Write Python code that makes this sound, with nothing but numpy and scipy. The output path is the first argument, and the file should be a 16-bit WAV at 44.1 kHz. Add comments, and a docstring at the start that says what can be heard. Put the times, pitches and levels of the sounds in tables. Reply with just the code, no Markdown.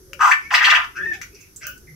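"""A quail on the gravel of a small walled aviary gives a harsh two-note crow, then softer peeps.
The crow is a tone in rattling puffs that flips up into squeals, over puffed noise: rasp and hiss.
Peeps and a thin far whistle are near sines that rattle where rough; hoarse edges are resonant noise.
Grit ticks are decaying noise with one ring each; faint low hoots are wavering sines.
Behind them lies a quiet outdoor rumble of shaped noise; walls and a diffuse tail colour the calls."""
import sys
import numpy as np
from scipy import signal
from scipy.fft import rfft, irfft
from scipy.io import wavfile
from scipy.ndimage import uniform_filter1d

SR = 44100
rng = np.random.default_rng(int(sys.argv[2]) if len(sys.argv) > 2 else 0)


def unload_audio(sound):
    """Save the sound as a 16-bit wav file, at the path given as the first command line argument."""
    columns = np.transpose(np.atleast_2d(sound))
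    # keep every value between -1 and 1, then stretch to whole-number steps
    steps = np.round(np.clip(columns, -1, 1) * 32767)
    wavfile.write(sys.argv[1], SR, steps.astype(np.int16))


N = 85995
T = np.arange(N) / SR


def from_db(db):
    """Decibels to amplitude gain."""
    return 10 ** (np.asarray(db) / 20)


def rms_one(x):
    """Scale to unit power."""
    return x / np.sqrt(np.mean(x ** 2) + 1e-20)


def in_time(rows):
    """Interpolate each column of a time table at every sample."""
    time_s, *columns = np.transpose(rows)
    return [np.interp(T, time_s, column) for column in columns]


def per_bin(points):
    """Interpolate a frequency table over log frequency at every FFT bin."""
    hz, value = np.transpose(points)
    bin_hz = np.arange(N + 1) * SR / (2 * N)
    return np.interp(np.log(bin_hz + 1), np.log(hz), value)


def shaped(x, gain):
    """Filter by a gain per bin, zero-padded against wrap-around."""
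    return irfft(rfft(x, 2 * N) * gain)[..., :N]


def high_pass(x, order, cutoff_hz):
    """Butterworth low cut."""
    return signal.sosfilt(signal.butter(order, cutoff_hz, "high", fs=SR, output="sos"), x)


def drift(rate_hz):
    """Smooth random signal of unit power: noise through a double one-pole low-pass."""
    r = np.exp(-2 * np.pi * rate_hz / SR)
    noise = rng.standard_normal(2 * N)
    return rms_one(signal.lfilter([1], [1, -2 * r, r * r], noise)[N:])  # settled half


def turns(hz):
    """Oscillator phase [rad]: running sum of frequency."""
    return 2 * np.pi * np.cumsum(hz) / SR


def resonant_noise(hz, width):
    """Unit-power noise in one resonance; width is relative to its centre."""
    edges_hz = [hz / (1 + width), hz * (1 + width)]
    band = signal.butter(2, edges_hz, "band", fs=SR, output="sos")
    return rms_one(signal.sosfilt(band, rng.standard_normal(N)))


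def swell(centre_s, half_length_s):
    """Cosine-squared rise and fall about a moment."""
    return np.cos(np.pi / 2 * np.clip((T - centre_s) / half_length_s, -1, 1)) ** 2


FADE_S = 0.0022


def gate(rows):
    """Open from the first to the last time of a table, with short linear fades."""
    fade_in = np.clip((T - rows[0][0]) / FADE_S + .5, 0, 1)
    fade_out = np.clip((rows[-1][0] - T) / FADE_S + .5, 0, 1)
    return fade_in * fade_out


def panned(x, pan_db):
    """Split a level difference over the ears; positive is left."""
    return x * from_db([[pan_db / 2], [-pan_db / 2]])


# background spectrum: (frequency [Hz], level [dB])
AIR_COLOUR = [(25, -7.5), (55, 7), (110, 1.5), (240, -8.5), (390, -3.5), (620, -21.5), (1000, -23),
              (1500, -17.5), (2500, -29.5), (4200, -25.5), (6000, -13.5), (7200, -26.5), (9600, -23.5),
              (11600, -14.5), (13000, -23), (16000, -32.5)]
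# left-right correlation: (frequency [Hz], likeness [-1..1])
LIKENESS = [(50, 1), (250, 0.65), (700, 0.11), (2000, 0), (15000, 0)]
AIR_DB = -49.5
RUMBLE_HZ, RUMBLE_PATCH_DB, RUMBLE_PATCH_RATE_HZ = 455, 2, 6.7


def air():
    """Outdoor rumble with drifting level, plus faint steady hiss; the ears agree only in the bass."""
    alike = per_bin(LIKENESS)
    colour = from_db(per_bin(AIR_COLOUR))
    mid = shaped(rng.standard_normal(N), colour * np.sqrt(1 + alike))
    side = shaped(rng.standard_normal(N), colour * np.sqrt(1 - alike))
    both = rms_one(np.array([mid + side, mid - side]))
    low = shaped(both, per_bin([(RUMBLE_HZ, 1), (2 * RUMBLE_HZ, 0)]))
    patches = from_db(RUMBLE_PATCH_DB * drift(RUMBLE_PATCH_RATE_HZ))
    return from_db(AIR_DB) * (low * patches + both - low)


# faint far hoots: (centre time [s], half length [s], pitch [Hz], RMS level at centre [dB])
HOOTS = [(0.071, 0.35, 385, -54.5), (0.153, 0.098, 545, -50.5), (1.062, .14, 372.7, -43),
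         (1.044, .1, 185, -49), (1.014, 0.052, 550, -55.5), (1.066, 0.041, 898, -56),
         (1.16, 0.085, 761, -53), (1.351, 0.029, 395, -50), (1.678, 0.082, 606, -55), (1.9, 0.13, 386, -65),
         (1.944, 0.1, 155, -45.5)]
HOOT_WAVER, HOOT_WAVER_RATE_HZ = 0.058, 63  # waver is relative to pitch


def hoots():
    """Swelling low sines with randomly wavering pitch."""
    out = 0
    for centre_s, half_s, hz, db in HOOTS:
        tone = np.sin(turns(hz * (1 + HOOT_WAVER * drift(HOOT_WAVER_RATE_HZ))))
        out = out + np.sqrt(2) * from_db(db) * swell(centre_s, half_s) * tone
    return out


# ticks: (onset [s], level before lift [dB], ring [Hz], ring level re crack [dB], 60 dB decay [s],
#         left-right pan [dB], room level re tick [dB], low cut [Hz])
TICKS = [(0.1324, -31.5, 2590, 3, 0.018, 7, -2.5, 1260), (1.133, -47, 3300, -2.5, 0.097, -3, 6, 1500),
         (1.2151, -34, 2220, 2, 0.038, 2.5, 4, 1340), (1.231, -41, 2300, -0.5, 0.011, -12, 5, 1285),
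         (1.3474, -58.5, 5300, 10.5, 0.073, 0, 3.5, 4500), (1.405, -50, 2600, -3, 0.073, -7, 8.5, 4450),
         (1.5617, -36.5, 7900, 4.5, 0.0069, -4, 9, 6240), (1.6686, -29.5, 14500, 6.5, 0.0089, -8, 1, 3000),
         (1.7782, -44, 7600, -4.5, 0.014, -13.5, -2, 5500)]
# crack spectrum: (frequency [Hz], level [dB])
GRIT_COLOUR = [(700, -36), (1500, 19.5), (2700, -16), (4000, -2.5), (6300, 12), (9000, -12.5),
               (14500, -0.5), (16000, -6)]
TICK_LIFT_DB, TICK_RING_WIDTH = 1.5, 0.12


def grit(tail):
    """Short noise cracks, each with one ring, and their wash in the aviary; small grains lack lows."""
    out = 0
    crack = rms_one(shaped(rng.standard_normal(N), from_db(per_bin(GRIT_COLOUR))))
    for onset_s, db, hz, ring_db, t60_s, pan_db, room_db, low_hz in TICKS:
        ring = from_db(ring_db) * resonant_noise(hz, TICK_RING_WIDTH)
        decay_db = -60 * np.maximum(T - onset_s, 0) / t60_s
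        tick = (crack + ring) * (T >= onset_s) * from_db(db + TICK_LIFT_DB + decay_db)
        tick = high_pass(tick + 1e-18, 2, low_hz)  # offset avoids denormals
        out = out + panned(tick + from_db(room_db) * heard(tick, tail), pan_db)
    return out


RATTLE_JITTER = .25  # spread of log rate
PUFF_HZ, PUFF_JITTER_RATE_HZ = 290.3, 99.94
PUFF_DEPTH, PUFF_SLIP_RAD, PUFF_SPREAD_DB = 0.76, 1.82, 2
SLIP_SMOOTH_SAMPLES = 30


def puffs(rough):
    """Uneven syrinx puffs, each with random strength and tone phase; returns gain and phase slip."""
    cycle = turns(PUFF_HZ * np.exp(RATTLE_JITTER * drift(PUFF_JITTER_RATE_HZ))) / (2 * np.pi)
    size, slip = rng.standard_normal((N, 2))[cycle.astype(int)].T  # one draw per puff
    opening = 1 - PUFF_DEPTH * rough * np.cos(2 * np.pi * cycle)
    gain = opening * from_db(PUFF_SPREAD_DB * rough * size)
    return rms_one(gain), uniform_filter1d(PUFF_SLIP_RAD * rough * slip, size=SLIP_SMOOTH_SAMPLES)


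# crow effort: (time [s], level [dB], treble hiss level before the note's hiss_db [dB])
FIRST_NOTE = [(.192, -36.5, -57), (.202, -20.5, -47.5), (.214, -11, -38), (.26, -11, -38),
              (.275, -13.5, -37), (.295, -12, -38.5), (.306, -20, -36), (.314, -6, -31), (.324, -13.5, -38),
              (.334, -12.5, -39.5), (.342, -24.5, -39.5)]
SECOND_NOTE = [(.503, -34.5, -52.5), (.513, -18, -37.5), (.528, -22, -32), (.541, -7, -21),
               (.56, -15, -27.5), (.587, -14.5, -34), (.60, -29, -42), (.613, -13.5, -43.5),
               (.63, -17, -31.5), (.643, -9, -27), (.665, -13.5, -29), (.69, -12.5, -32.5),
               (.712, -11.5, -22), (.724, -15, -56), (.744, -10.5, -29), (.757, -12.5, -32),
               (.785, -21, -45.5), (.803, -23.5, -48), (.825, -27.5, -58), (.848, -30.5, -40)]
# resting crow pitch: (time [s], pitch [Hz])
PITCH = [(.19, 1330), (.225, 1260), (.28, 1200), (.303, 1050), (.313, 1450), (.331, 1650), (.342, 1300),
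         (.505, 2000), (.522, 912), (.535, 980), (.57, 1650), (.585, 1872), (.61, 2100), (.628, 1300),
         (.685, 1345), (.735, 1400), (.78, 1250), (.845, 1484)]
# upward flips: (peak time [s], leap [octaves], rise [s], fall [s])
SQUEALS = [(0.3196, .7, 0.01107, 0.00601), (.554, 2.15, .020, .017), (0.653, 1.9, .019, .020),
           (.706, 1.55, 0.018, .020), (.755, 1.4, .015, .015)]
# throat spectra: (frequency [Hz], level [dB])
RASP_COLOUR = [(260, -71), (450, -52.5), (508, -58.5), (679, -2), (745, -12), (950, -2), (1170, 2.5),
               (1490, -11.5), (1970, 9), (2180, -4.5), (2710, 3.5), (3790, -12), (4200, -30), (5460, -48),
               (9240, -120)]
FIRST_HISS = [(2240, -41), (3800, -13.5), (4860, -6.5), (5580, -5.5), (6110, -0.5), (6650, -8),
              (8260, -9.5), (8870, -22), (11800, -20), (15100, -19.5), (16000, -30)]
SECOND_HISS = [(2240, -34.5), (3800, -23), (4920, 0), (5230, -4), (6040, -3.5), (6370, -11.5), (6930, -7.5),
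               (7680, -19), (8310, -12), (9830, -31.5), (12400, -30), (14900, -15.5), (16000, -30.5)]
CLEARING = .8  # share of roughness lost on the way up
SQUEAL_LOSS_DB_PER_OCTAVE = 9  # above a leap of one octave
OVERTONE_FALL_DB, CROW_JITTER_RATE_HZ = 18, 450


def crow_note(effort, hiss_colour, tone_db, rasp_db, hiss_db, jitter_octaves, overtone_db, low_hz):
    """A puffed tone that clears as it leaps into squeals; the same puffs chop throat rasp and hiss."""
    level_db, treble_db = in_time(effort)
    octaves, clear = 0, 0
    for peak_s, up, rise_s, fall_s in SQUEALS:
        octaves = octaves + up * np.interp(T, [peak_s - rise_s, peak_s, peak_s + fall_s], [0, 1, 0])
        clear = clear + swell(peak_s - 0.695 * rise_s, 0.7004 * rise_s)
    rough = 1 - CLEARING * clear
    pulses, slip = puffs(rough)

    bend = octaves + rough * jitter_octaves * drift(CROW_JITTER_RATE_HZ)
    phase = turns(in_time(PITCH)[0] * 2 ** bend) + slip
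    tone = np.sin(phase)
    for k in range(2):  # second and third harmonics
        tone = tone + from_db(overtone_db - OVERTONE_FALL_DB * k) * np.sin((k + 2) * phase)
    squeal_loss_db = SQUEAL_LOSS_DB_PER_OCTAVE * np.maximum(octaves - 1, 0)
    tone = rms_one(tone * pulses) * from_db(tone_db - squeal_loss_db)

    rasp = rms_one(shaped(pulses * rng.standard_normal(N), from_db(per_bin(RASP_COLOUR))))
    hiss = rms_one(shaped(pulses * rng.standard_normal(N), from_db(per_bin(hiss_colour))))
    voice = from_db(level_db) * (tone + from_db(rasp_db) * rough * rasp)
    voice = voice + from_db(treble_db + hiss_db) * hiss
    return high_pass(voice * gate(effort), 8, low_hz)


PEEP_RATTLE_HZ, RATTLE_JITTER_RATE_HZ = 142.6, 104


def rattle(rate_hz, depth):
    """Uneven opening and closing of the syrinx as amplitude modulation."""
    beat = np.cos(turns(rate_hz * np.exp(RATTLE_JITTER * drift(RATTLE_JITTER_RATE_HZ))))
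    return (1 + depth * beat) / np.sqrt(1 + depth ** 2 / 2)  # power kept


# hoarse edges: (centre time [s], half length [s], level of lower resonance [dB], its centre [Hz])
HOARSE = [(0.448, 0.07, -45, 2250), (0.974, .03, -37, 2480), (1.065, 0.107, -45.5, 2500),
          (1.143, 0.034, -38, 2340), (1.358, 0.022, -58, 2560), (1.405, 0.124, -51, 2380),
          (1.634, 0.029, -37.5, 2176), (1.651, 0.059, -42.5, 2616), (1.694, 0.076, -46, 2706)]
HOARSE_WIDTH, HOARSE_RATTLE_DEPTH = 0.092, 0.41
HOARSE_TOP_HZ, HOARSE_TOP_DB, HOARSE_TOP_WIDTH = 5500, -8, 0.13


def hoarseness():
    """Rattling noise in two throat resonances at the edges of soft calls."""
    top = from_db(HOARSE_TOP_DB) * resonant_noise(HOARSE_TOP_HZ, HOARSE_TOP_WIDTH)
    breath = 0
    for centre_s, half_s, db, hz in HOARSE:
        noise = resonant_noise(hz, HOARSE_WIDTH) + top
        breath = breath + from_db(db) * swell(centre_s, half_s) * noise
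    return rattle(PEEP_RATTLE_HZ, HOARSE_RATTLE_DEPTH) * breath


# whistle and peeps: (time [s], pitch [Hz], level [dB], roughness [0 = clear, about 1 = full rattle])
FAR_WHISTLE = [(.425, 2010, -52, 0.078), (.44, 2120, -45.5, 0.12), (.47, 2252, -33, 0.058),
               (.50, 2290, -44, .05)]
LONG_PEEP = [(.95, 1363, -41, .9), (.972, 1473, -27.5, 1.17), (1.0, 1584, -29.5, 0.74),
             (1.033, 1732, -23.5, 0), (1.052, 1743, -51, 0.25), (1.059, 1812, -23, 0.17),
             (1.105, 1822, -29.5, 0.13), (1.116, 1748, -27.5, 0.3), (1.137, 1770, -37.5, 0.25),
             (1.15, 1563, -45, 0.28), (1.17, 1510, -54, 0.5)]
SHORT_PEEP = [(1.608, 1710, -49, .8), (1.635, 1472, -39.5, 0.9), (1.675, 1470, -34, 0.43),
              (1.715, 1517, -40, 0.23), (1.77, 1447, -61, 0.45)]
LAST_PEEP = [(1.872, 2066, -50, .6), (1.89, 2069, -44.5, 0.29), (1.945, 2070, -66, .5)]
PEEP_JITTER_OCTAVES, PEEP_JITTER_RATE_HZ, PEEP_LOW_HZ = .11, 300, 1070


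def peep(rows, overtone_db):
    """A near sine whose pitch jitters and level rattles while it is rough."""
    hz, level_db, rough = in_time(rows)
    phase = turns(hz * 2 ** (PEEP_JITTER_OCTAVES * rough * drift(PEEP_JITTER_RATE_HZ)))
    tone = np.sin(phase) + from_db(overtone_db) * np.sin(2 * phase)
    voice = np.sqrt(2) * tone * rattle(PEEP_RATTLE_HZ, rough) * from_db(level_db) * gate(rows)
    return high_pass(voice + 1e-18, 6, PEEP_LOW_HZ)  # offset avoids denormals


# early scatter is off gravel, pots and leaves
SCATTER_DB, SCATTER_T60_S = -4, 0.087
LATE_DB, ROOM_T60_S, ROOM_BUILD_S = -8, 0.28, 0.0024


def room_tail():
    """Noise response of quick scatter and longer enclosure ring, independent in each ear."""
    t = T[:SR // 2]
    scatter = from_db(SCATTER_DB - 60 * t / SCATTER_T60_S)
    late = from_db(LATE_DB - 60 * t / ROOM_T60_S)
    envelope = (scatter + late) * (1 - np.exp(-t / ROOM_BUILD_S))
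    return rms_one(rng.standard_normal((2, len(t))) * envelope) / np.sqrt(len(t))  # unit energy


def heard(x, response):
    """Convolve a mono sound with a stereo response."""
    return signal.fftconvolve(x[None], response, axes=1)[:, :N]


# nearby walls, one list per ear: (delay [s], gain [dB])
ECHOES = [
    [(.0015, -19), (.0046, -15), (.0122, -10.5), (.0196, -24.5)],
    [(.0012, -5.5), (.0039, -19.5), (.0087, -13), (.0143, -13)],
]
# left-right balance, split over the ears: (frequency [Hz], left minus right [dB])
BALANCE = [(500, -3), (1000, -0.5), (1500, 3.5), (2300, -1.5), (2900, 6), (4200, 0), (8000, 1), (14000, -7)]
DIRECT_DB, ROOM_DB, BALANCE_LIFT_DB = -5, -4, 0.5
LEFT_LAG_S = .00002


def in_aviary(x, tail):
    """Direct sound and wall echoes at each ear, plus the diffuse ring."""
    ears = []
    for lag_s, walls in zip((LEFT_LAG_S, 0), ECHOES):
        ear = np.interp(T - lag_s, T, x)
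        for delay_s, db in walls:
            ear = ear + from_db(db) * np.interp(T - delay_s, T, x)
        ears.append(ear)
    both = from_db(DIRECT_DB) * np.array(ears) + from_db(ROOM_DB) * heard(x, tail)
    balance_db = per_bin(BALANCE) * np.array([[.5], [-.5]]) + BALANCE_LIFT_DB
    return shaped(both, from_db(balance_db))


# narrow enclosure resonances: (frequency [Hz], boost or cut [dB])
RINGS = [(1010, 0.5), (1205, 7.5), (1470, 2.5), (1708, -4), (1782, 12), (1930, 2.5), (2026, 6.5), (2122, 4),
         (2323, 8.5), (2393, -6), (2675, 1), (2875, 4.5), (3131, 7.5), (4604, 9.5), (4979, 4.5)]
RING_WIDTH_HZ = 20


def ringing(x):
    """Enclosure resonances as parallel narrow peak filters."""
    out = x
    for hz, db in RINGS:
        b, a = signal.iirpeak(hz, hz / RING_WIDTH_HZ, fs=SR)
        out = out + (from_db(db) - 1) * signal.lfilter(b, a, x)
    return out


def placed(x, tail, pan_db):
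    """A call with enclosure resonances, aviary reflections and pan."""
    return panned(in_aviary(ringing(x), tail), pan_db)


def scene():
    """Sum the birds and grit in the aviary over the background."""
    tail = room_tail()
    first = crow_note(FIRST_NOTE, FIRST_HISS, tone_db=0, rasp_db=-16.5, hiss_db=4.5,
                      jitter_octaves=0.13, overtone_db=-25, low_hz=760)
    second = crow_note(SECOND_NOTE, SECOND_HISS, tone_db=-0.5, rasp_db=-3.5, hiss_db=0,
                       jitter_octaves=0.2, overtone_db=-20.5, low_hz=716)
    crow = placed(first, tail, pan_db=1.0) + placed(second, tail, pan_db=0.2)
    long_peep = placed(peep(LONG_PEEP, overtone_db=-28), tail, pan_db=3.5)
    thin_calls = peep(FAR_WHISTLE, overtone_db=-36.5)
    thin_calls = thin_calls + peep(SHORT_PEEP, overtone_db=-13) + peep(LAST_PEEP, overtone_db=-42.5)
    calls = crow + long_peep + placed(thin_calls, tail, pan_db=2.0)
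    return air() + hoots() + grit(tail) + calls + in_aviary(hoarseness(), tail)


CUTOFF_HZ = 15700


def record(dry):
    """Clip peaks at full scale, then cut the top with a steep elliptic low-pass."""
    low_pass = signal.ellip(10, .2, 70, CUTOFF_HZ, fs=SR, output="sos")  # ripple, stopband [dB]
    return signal.sosfilt(low_pass, np.clip(dry, -1, 1))


dry = scene()
out = record(dry)
unload_audio(out)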